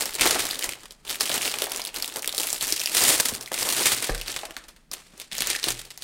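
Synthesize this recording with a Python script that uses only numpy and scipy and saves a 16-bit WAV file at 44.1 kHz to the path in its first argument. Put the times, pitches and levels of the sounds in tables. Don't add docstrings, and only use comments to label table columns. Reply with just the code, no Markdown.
import sys
import numpy as np
from scipy import signal
from scipy.fft import rfft, irfft, next_fast_len
from scipy.io import wavfile
from scipy.ndimage import uniform_filter1d, map_coordinates

SR = 44100
rng = np.random.default_rng(int(sys.argv[2]) if len(sys.argv) > 2 else 0)


def master(y):
    cut = np.clip(np.atleast_2d(y).T, -1, 1)
    pcm = np.round(cut * 32767)
    wavfile.write(sys.argv[1], SR, pcm.astype(np.int16))


def volts_from_decibels(level):
    exponent = np.asarray(level, float) / 20
    return 10 ** exponent


N = 266253


def unit(x):
    return x / np.sqrt(np.mean(x ** 2) + 1e-20)


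def along(points, hz):
    f, v = np.transpose(points)
    return np.interp(np.log(hz + 1), np.log(f + 1), v)


def curves(rows):
    s, *columns = np.transpose(rows)
    return [np.interp(np.arange(N) / SR, s, column) for column in columns]


def wobble(rate):
    knots = rng.standard_normal(int(N * rate / SR) + 4)
    return map_coordinates(knots, [np.arange(N) * rate / SR])


def coloured(x, spectrum):
    size = next_fast_len(N + 8192)
    gain = volts_from_decibels(along(spectrum, np.fft.rfftfreq(size, 1 / SR)))
    return unit(irfft(rfft(x, size) * gain, size)[:N])


def ring(f, hz, q):
    return 1j * f * hz / q / (hz * hz - f * f + 1j * f * hz / q)


def bursts(s, db, response, t60, size, spike=0):
    t = np.arange(size) / SR
    puff = rng.standard_normal((len(s), size)) * volts_from_decibels(-60 * t / t60)
    puff[:, 0] += spike * np.sign(puff[:, 0])
    gain = response(np.fft.rfftfreq(2 * size, 1 / SR))
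    puff = irfft(rfft(puff, 2 * size) * gain)[:, :size]
    puff *= (volts_from_decibels(db) / np.abs(puff).max(axis=1))[:, None]
    at = np.round(s * SR).astype(int)[:, None] + np.arange(size)
    return np.bincount(at.ravel(), puff.ravel(), N + size)[:N]


# time in seconds, peak level in dB, panel ring in Hz, crack over ring in
# dB.
CREASES = [(0.0076, -8, 7190, 3), (0.0209, -11, 3360, -4), (0.0557, -8, 5680, 2),
           (0.0934, -20, 3790, -5), (0.1067, -20, 4950, 4), (0.1361, -17, 4570, 8),
           (0.1421, -13, 5300, 1), (0.1518, -12, 7110, -1), (0.1582, -17, 4350, 17),
           (0.1865, -19, 1980, -17), (0.1951, -12, 2450, -17), (0.2096, -3, 2670, -8),
           (0.3083, -2, 3920, -6), (0.3928, -11, 7190, 10), (0.405, -13, 4780, -2),
           (0.422, -16, 3960, 3), (0.4344, -19, 4480, 4), (0.4525, -9, 5600, 0),
           (0.4673, -15, 4050, 1), (0.4893, -16, 1940, 0), (0.5015, -20, 3140, -7),
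           (0.5095, -10, 4520, -8), (0.5453, -18, 3140, 0), (0.5555, -21, 3660, -7),
           (0.5911, -13, 4260, 1), (0.6093, -20, 1770, -3), (0.6247, -15, 2410, -17),
           (0.6348, -15, 2370, 1), (0.6412, -9, 6720, -1), (0.6544, -23, 3190, 1),
           (0.6909, -12, 2280, 0), (0.7337, -25, 2930, -8), (0.7879, -40, 5080, 1),
           (0.8329, -33, 5810, -10), (0.8553, -36, 3960, -8), (0.8816, -40, 2760, -3),
           (0.9076, -25, 3570, -8), (0.9212, -30, 3660, 3),
           (1.049, -39, 5040, -2), (1.0676, -33, 3320, -11), (1.078, -22, 3620, -6),
                    (1.0952, -12, 4520, -2), (1.1019, -12, 5510, 0), (1.1081, -16, 3960, 0),
                    (1.1273, -17, 3620, -6), (1.1453, -20, 2450, -8), (1.156, -15, 3660, 9),
                    (1.1997, -20, 5300, -6), (1.2074, -7, 5000, -5), (1.2298, -12, 3660, -2),
                    (1.2552, -15, 3270, 2), (1.2936, -11, 3660, -7), (1.3154, -12, 3320, -6),
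                    (1.3409, -8, 2670, 4), (1.378, -12, 2800, -8), (1.4121, -17, 2800, -10),
                    (1.4183, -12, 3190, 3), (1.4273, -16, 2670, -9), (1.4558, -11, 2580, -4),
                    (1.4769, -12, 2840, -3), (1.5147, -17, 3400, -1), (1.5392, -16, 2370, -8),
                    (1.5858, -11, 2670, -1), (1.6197, -8, 3230, 2), (1.6315, -18, 2240, -3),
                    (1.6396, -10, 4390, 12), (1.6547, -17, 2020, 9), (1.6685, -19, 2330, -2),
                    (1.6968, -19, 5120, -3), (1.7182, -9, 5470, 0), (1.7462, -20, 2450, -1),
                    (1.7606, -10, 7060, 5), (1.7717, -16, 7060, 2), (1.7961, -19, 3490, -3),
                    (1.8022, -18, 2710, -8), (1.817, -15, 5040, -11), (1.839, -21, 7190, 3),
                    (1.8502, -11, 4350, 3), (1.8589, -17, 3400, 2), (1.8709, -17, 4950, -7),
                    (1.876, -17, 7190, 7), (1.8894, -26, 2670, -13),
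           (1.9424, -19, 3360, 3), (1.9611, -14, 4260, -2), (1.9681, -16, 2540, 5),
                   (1.9845, -18, 3230, 9), (1.9982, -20, 4570, 4), (2.0234, -10, 5000, -3),
                   (2.0437, -13, 3400, -3), (2.0579, -15, 5170, 8), (2.0774, -14, 7110, 10),
                   (2.0981, -24, 3230, -6), (2.1231, -22, 3790, -4), (2.1393, -22, 6980, -11),
                   (2.1595, -10, 5080, 4), (2.1684, -14, 5680, 7), (2.1844, -20, 5210, 5),
                   (2.1923, -19, 5380, -8), (2.2219, -16, 6500, 5), (2.2284, -19, 3270, -2),
                   (2.2442, -14, 2200, -1), (2.258, -16, 4950, 3), (2.2752, -4, 3620, 0),
                   (2.292, -15, 3620, -11), (2.325, -15, 3450, -3), (2.3467, -14, 5170, 0),
                   (2.3686, -14, 5600, 4), (2.3794, -3, 4310, -1), (2.3859, -13, 5080, 3),
                   (2.3988, -6, 3620, 3), (2.4042, -10, 5040, 8), (2.4148, -12, 6630, 6),
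                   (2.4266, -12, 5430, 2), (2.432, -9, 2540, -5), (2.4696, -10, 3190, 2),
                   (2.4867, -15, 4350, -2), (2.5026, -11, 7190, 3), (2.5285, -4, 7190, 16),
                   (2.5439, -13, 4780, 4), (2.561, -18, 3880, -7),
           (2.6091, -11, 3790, -10), (2.624, -8, 7020, 4), (2.6694, -11, 4820, 6),
                   (2.6787, -11, 6120, 4), (2.6887, -13, 3450, -3), (2.7036, -12, 3190, 8),
                   (2.7234, -2, 5730, 1), (2.762, -10, 5730, -3), (2.7773, -20, 3320, -14),
                   (2.7952, -13, 5570, -6), (2.8004, -11, 5810, -3), (2.806, -14, 5860, 13),
                   (2.8142, -16, 2670, -7), (2.8353, -10, 6720, 8), (2.8584, -5, 5430, -3),
                   (2.8726, -12, 2800, -5), (2.8949, -15, 4520, 1), (2.948, -3, 5120, 5),
                   (2.9679, -2, 4690, 3), (2.9785, -9, 5430, 4), (3.0069, -8, 6630, -6),
                   (3.0199, -5, 6720, 2), (3.1983, -13, 7150, 2), (3.2541, -11, 5600, -4),
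                   (3.2848, -13, 3270, 4), (3.3433, -18, 4740, 0), (3.4095, -19, 5560, -7),
                   (3.4251, -24, 6240, 2), (3.4596, -22, 4480, -8), (3.4752, -26, 1940, -9),
           (3.5178, -18, 3100, 1), (3.5331, -25, 6240, 1), (3.5404, -19, 3060, -5),
                   (3.5872, -15, 6720, -7), (3.6076, -17, 4180, 3), (3.6888, -11, 4780, -2),
                   (3.7, -13, 5640, -4), (3.7235, -8, 5680, 5), (3.8561, -5, 3060, 1),
                   (3.8654, -8, 3620, -1), (3.9178, -7, 3660, 1), (4.0237, -12, 4610, 7),
                   (4.0416, -14, 4570, -3), (4.0689, -18, 3830, 6), (4.0944, -18, 1980, -6),
                   (4.147, -17, 1460, -2), (4.178, -19, 5080, -3), (4.2126, -16, 4780, -2),
           (4.2608, -23, 4050, -4), (4.2742, -23, 1720, 2), (4.2804, -13, 4480, -6),
                    (4.3178, -20, 7110, -6), (4.3413, -23, 2930, -6), (4.3625, -16, 7110, 0),
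                    (4.3892, -20, 3660, -9), (4.4524, -26, 5250, -4), (4.5073, -28, 2840, -5),
                    (4.5657, -17, 1550, -11), (4.5712, -30, 1550, -8), (4.639, -33, 3320, -28),
                    (4.6834, -32, 1680, 2), (4.7621, -40, 1720, -7), (4.9142, -17, 5470, -4),
                    (4.9327, -14, 3790, 1), (5.1774, -28, 7190, 6), (5.199, -19, 3530, -4),
                    (5.2152, -26, 4480, -15), (5.3217, -21, 3490, -9), (5.3302, -25, 3400, -18),
                    (5.3508, -18, 3570, -4), (5.3664, -21, 3570, -3), (5.3814, -8, 6720, 4),
                    (5.3882, -19, 5170, -9), (5.4051, -8, 1680, 7), (5.4203, -6, 4180, -3),
                    (5.4709, -8, 6980, 3), (5.5004, -8, 7150, 1), (5.5492, -17, 1850, -13),
                    (5.629, -17, 4480, -19), (5.64, -5, 3490, -12), (5.6839, -9, 4350, -2),
                    (5.7042, -8, 7150, 0), (5.7912, -21, 3700, -3), (5.8147, -25, 3010, -1),
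                    (5.8513, -28, 4520, -5), (5.904, -24, 4910, -3), (5.9754, -20, 5300, 1),
                    (6.0218, -19, 4570, -12),
           (0.2559, -5, 2280, 0),
    (0.2618, -6, 4820, 3),
    (0.2725, -3, 3270, 3),
    (3.0357, -5, 4690, 1),
    (3.0759, -4, 4090, 2),
]
SNAPS = (CREASES)
SNAP_LAG_S = 0.0007


def snaps():
    s, db, hz, crack_db = np.transpose(SNAPS)[:, :, None]
    at, peak_db = s[:, 0] + SNAP_LAG_S, db[:, 0]
    edge_db = crack_db - 5 + 3 * np.log2(hz / 5000)
    chance = rng.random((len(s), 4))
    body_hz = 350 + 700 * chance[:, :1]
    other_hz = 1500 * 2 ** (2.07 * chance[:, 1:2])
    crack_t60 = 0.004 + 0.006 * chance[:, 2:3]
    edge_hz = 8200 + 2000 * chance[:, 3:]

    def panel(f):
        main = ring(f, hz, 1.9) ** 2
        other = volts_from_decibels(-9.5) * ring(f, other_hz, 1.2) ** 2
        return main - other + volts_from_decibels(edge_db) * ring(f, edge_hz, 0.9) ** 2

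    def spread(f):
        film = ring(f, 5000, 0.75) * ring(f, 4600, 0.097)
        return film + 0.34 * ring(f, hz, 2.6) + volts_from_decibels(edge_db - 8) * ring(f, edge_hz, 1.6)

    crack = bursts(at, peak_db, panel, crack_t60, size=512, spike=4)
    after = bursts(at, peak_db - 12, spread, 0.03, size=2048)
    body = bursts(at, peak_db - 27, lambda f: ring(f, body_hz, 1.74) ** 2, 0.012, size=1024)
    return crack + after + body


def loosening():
    t60_s, share, span_s = 0.1, 0.4, 0.1
    s, db = np.transpose([row[:2] for row in SNAPS])
    kicks = np.bincount(np.round((s + SNAP_LAG_S) * SR).astype(int), volts_from_decibels(db), N)
    decay = volts_from_decibels(-60 * np.arange(SR // 2) / SR / t60_s)
    freed = np.abs(signal.fftconvolve(kicks, decay)[:N])
    ratio = freed / (np.abs(uniform_filter1d(freed, int(span_s * SR))) + 1e-4)
    return 10 * np.log10(1 - share + share * ratio ** 2)


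# start in seconds, swell in seconds, crackle level in dB, fade in dB a second.
TUGS_ON_ROLL = [(0, 0.00073, -22.5, 74), (.18, 0.012, -26.5, 59), (0.206, 0.0052, -16, 47),
                (.44, 0.012, -59, 32.5), (.58, 0.081, -27.5, 164.5), (.735, 0.0038, -80, 65),
                (1.05, 0.072, -27.5, 125), (1.194, 0.012, -22, 168), (1.256, 0.11, -20, 238),
                (1.401, 0.04, -23, 66.5), (1.567, 0.049, -27.5, 131), (1.69, 0.027, -29.5, 71),
                (1.93, 0.029, -33, 19), (2.155, 0.015, -33.5, 226), (2.218, 0.014, -39, 67),
                (2.316, 0.13, -26, 44), (2.596, 0.041, -23, 31), (2.909, 0.036, -19, 84),
                (2.961, 0.13, -11.5, 95.5), (3.05, 0.047, -27, 81.5), (3.22, 0.048, -24, 168),
                (3.4, 0.012, -36, 144), (3.455, 0.011, -37.5, 116.5), (3.527, 0.14, -20.5, 40),
                (3.758, 0.012, -16, 55.5), (3.8, 0.067, -18, 80.5)]
# start in seconds, swell in seconds, crackle level in dB, fade in dB a second.
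EMPTY_SLEEVE_MOVES = [(4.258, 0.05, -29, 77), (4.562, 0.0091, -47, 107), (4.678, 0.0033, -46, 127),
                      (4.912, .005, -34, 106), (5.0, 0.12, -50, 13), (5.17, 0.049, -40, 234),
                      (5.315, 0.13, -26.5, 72), (5.461, 0.07, -25, 210.5), (5.625, 0.0043, -30.5, 74),
                      (5.647, 0.034, -21, 198.5), (5.775, .01, -41.5, 40.5), (6.008, 0.014, -35, 135.5)]


def pull():
    swell_db = 9.5
    start, swell, db, fade_db = np.transpose(TUGS_ON_ROLL + EMPTY_SLEEVE_MOVES)[:, :, None]
    t = np.arange(0, N + 64, 64) / SR
    past = t - start - swell
    level_db = db + np.where(past < 0, swell_db * past / swell, -fade_db * past)
    total = np.sum(volts_from_decibels(2 * level_db) * (t >= start), axis=0)
    return np.interp(np.arange(N) / SR, t, 10 * np.log10(total + 1e-10))


def ticks(film_db, count):
    chance = rng.random((count, 4))
    at = (chance[:, 0] * (N - 1)).astype(int)
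    pulled_db = 1.1 * (film_db[at] + 30) - 30
    db = pulled_db + 8 - 5 * chance[:, 1]
    click_hz = 2800 * 2 ** (1.4 * chance[:, 2:3])
    click = lambda f: ring(f, click_hz, 3.6) + 0.55 * ring(f, 9000, 1.0)
    return bursts(at / SR, db, click, 0.002 + 0.004 * chance[:, 3:], size=512)


def crackle(count, spread_db):
    chance = rng.random((count, 4))
    size_db = -spread_db * np.log(chance[:, 1] + 0.035)
    hz = 1500 * 2 ** (3.55 * chance[:, 2:3])
    panel = lambda f: ring(f, hz, 0.87) + 0.47
    t60 = 0.0032 + 0.0043 * chance[:, 3:]
    return unit(bursts(chance[:, 0] * N / SR, size_db, panel, t60, size=320))


# frequency in Hz, density in dB per Hz.
FILM_COLOUR = [(530, -12.5), (900, -14.5), (1490, -5.5), (1620, -5), (1810, -1), (4310, 1.5), (6250, -0.5),
               (8760, 3), (12400, -5), (14200, -4), (16000, -10.5)]
# frequency in Hz, density in dB per Hz.
SLEEVE_COLOUR = [(53, -59), (92, -6), (118, -4), (179, -9), (251, 3.5), (422, 4.5), (1270, 0), (2000, -8.5),
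                 (2600, -13.5), (4400, -120)]
# time in seconds, brightness in dB, slackness in dB.
HAND_GRIP = [(0, 1, 2), (.25, -3.5, 6.5), (.9, -0.5, 2), (1.3, -1.5, 2), (2, -1, 4.5), (2.4, 3.5, 1),
             (2.8, -1.5, -7.5), (3.1, 0.5, 0.5), (3.4, 2, 2.5), (3.8, -0.5, 0.5), (4.2, -4.5, 2),
             (4.6, -2, 6), (5.1, -2, -1.5), (5.5, -6, -0.5), (6.04, -1, -3)]


def rustle(film_db):
    tilt_db, slack_db = curves(HAND_GRIP)
    sleeve_db = -42 + 0.85 * (film_db + 29.5) + slack_db
    clumps_db = 1.7 * wobble(65) + 1.6 * wobble(140)
    pulled_db = np.clip(0.5 * (film_db + 28.0), -5, 5)
    resting_db = np.clip(-0.8 * (film_db + 33.5), 0, 14)
    hiss = volts_from_decibels(pulled_db + resting_db)
    bed = crackle(count=5000, spread_db=5.0) + hiss * rng.standard_normal(N)
    clumps_db = clumps_db * (1 - 0.09 * np.maximum(pulled_db, 0))
    bed = volts_from_decibels(clumps_db) * bed / np.sqrt(1 + hiss ** 2)
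    film = coloured(bed, FILM_COLOUR)
    bright = signal.sosfilt(signal.butter(1, 6000, "high", fs=SR, output="sos"), film)
    film = volts_from_decibels(-tilt_db) * (film - bright) + volts_from_decibels(tilt_db - 0.87 * resting_db) * bright
    flaps = bed + volts_from_decibels(3 + 2.5 * wobble(30) + 3 * wobble(70)) * rng.standard_normal(N)
    return volts_from_decibels(film_db - 5.0) * film + volts_from_decibels(sleeve_db - 4.0) * coloured(flaps, SLEEVE_COLOUR)


# time in seconds, peak level in dB, knock in Hz, upper mode (hum) in dB, lower mode (boom) in dB.
TABLE_KNOCKS = [(0.052, -53, 326, -64, -67), (0.206, -35, 244, -48, -34.5), (0.683, -38, 393, -56, -76),
                (1.668, -24.5, 755, -80, -68), (1.299, -21, 564, -51.5, -56), (1.539, -24.5, 770, -85, -66),
                (1.62, -21, 506, -72, -70), (1.795, -23.5, 704, -77, -64), (2.158, -25.5, 616, -64, -65),
                (2.337, -31.5, 666, -77, -72), (2.621, -31, 797, -50.5, -48), (3.04, -23, 870, -49.5, -53),
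                (3.099, -18.5, 659, -72, -54), (3.32, -28.5, 208, -42, -57), (3.516, -21, 470, -75, -61),
                (3.623, -24, 483, -51, -63), (3.78, -48, 783, -62, -63), (3.918, -33.5, 780, -44.5, -41),
                (4.093, -15.5, 430, -38, -19.5), (4.433, -24.5, 580, -75, -55),
                (4.566, -32, 1400, -74, -50), (5.135, -43.5, 250, -77, -70), (5.322, -40.5, 230, -56, -47),
                (5.406, -33.5, 220, -65, -45), (5.67, -27, 376, -42.5, -35)]
# frequency in Hz, 60 dB decay in seconds.
LOW_MODES = [
    (119.8, 0.56),
    (32, 0.49),
]


def knocks():
    boom_lag_s = 0.0087
    s, db, hz, hum_db, boom_db = np.transpose(TABLE_KNOCKS)
    knock = bursts(s, db, lambda f: ring(f, hz[:, None], 1.1) ** 2, 0.028, size=3072)
    film_slap = bursts(s, db - 5, lambda f: ring(f, 1500, 0.8) ** 2, 0.03, size=3072)
    push = bursts(s, hum_db + 11, lambda f: ring(f, 140, 0.6) * ring(f, 80, 0.55), 0.035, size=3072)
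    out = knock + film_slap + push
    t = np.arange(SR) / SR
    for (mode_hz, t60), level_db in zip(LOW_MODES, (hum_db, boom_db)):
        blows = np.bincount(np.round((s + boom_lag_s) * SR).astype(int), volts_from_decibels(level_db - 2.5), N)
        swell = 1 - np.exp(-t / 0.006)
        mode = volts_from_decibels(-60 * t / t60) * swell * np.sin(2 * np.pi * mode_hz * t)
        out = out + signal.fftconvolve(blows, mode)[:N]
    return out


# frequency in Hz, 60 dB decay in seconds.
ROOM_DECAY = [(200, 0.34), (1500, 0.36), (5000, 0.18), (14000, 0.088)]


def room(x, pieces):
    out = np.zeros(N + SR)
    for part in np.array_split(np.arange(N), pieces):
        hz, t, z = signal.stft(rng.standard_normal(SR // 2), SR, nperseg=256)
        decay = volts_from_decibels(-60 * t / along(ROOM_DECAY, hz)[:, None])
        tail = signal.istft(z * decay, SR, nperseg=256)[1]
        wet = signal.fftconvolve(x[part], tail / np.linalg.norm(tail))
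        out[part[0] + 130:][:len(wet)] += wet
    return out[:N]


# frequency in Hz, density in dB per Hz.
QUIET_COLOUR = [(88, -29), (150, 1), (422, -14), (730, -21), (1900, -21), (11900, -34), (16000, -38)]
# frequency in Hz, density in dB per Hz.
RUMBLE_COLOUR = [(15, 6.5), (28, 22), (50, 14), (90, -2), (200, -69)]
# time in seconds, rumble level in dB.
CAMERA_SHAKE = [
    (0.0, -53.5),
    (1.65, -62.5),
    (3.95, -60.5),
    (6.04, -61),
]


def background():
    lumps = volts_from_decibels(curves(CAMERA_SHAKE)[0] + 2.2 * wobble(7.5))
    hush = volts_from_decibels(-64) * coloured(rng.standard_normal(N), QUIET_COLOUR)
    return hush + lumps * coloured(rng.standard_normal(N), RUMBLE_COLOUR)


def scene():
    pull_db = pull()
    snap_hold = np.clip(3 - (pull_db + 32) / 7, 0, 1)
    film_db = pull_db + snap_hold * loosening()
    sharp = snaps() + ticks(film_db, count=70)
    bed = rustle(film_db)
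    bumps = knocks()
    wet = volts_from_decibels(-10.5) * room(sharp + volts_from_decibels(-12.5) * bed + volts_from_decibels(3) * bumps, pieces=24)
    return (sharp + bed + bumps + wet + background())[None]


def roll_off(x):
    return signal.sosfilt(signal.butter(12, 16970, fs=SR, output="sos"), x)


def record(dry):
    rounded = dry / (1 + np.abs(dry / 0.8) ** 3) ** (1 / 3)
    band_limit = signal.ellip(10, 0.05, 55, 15800, fs=SR, output="sos")
    mix = signal.sosfilt(band_limit, rounded)
    return roll_off(mix)


dry = scene()
out = record(dry)
master(out)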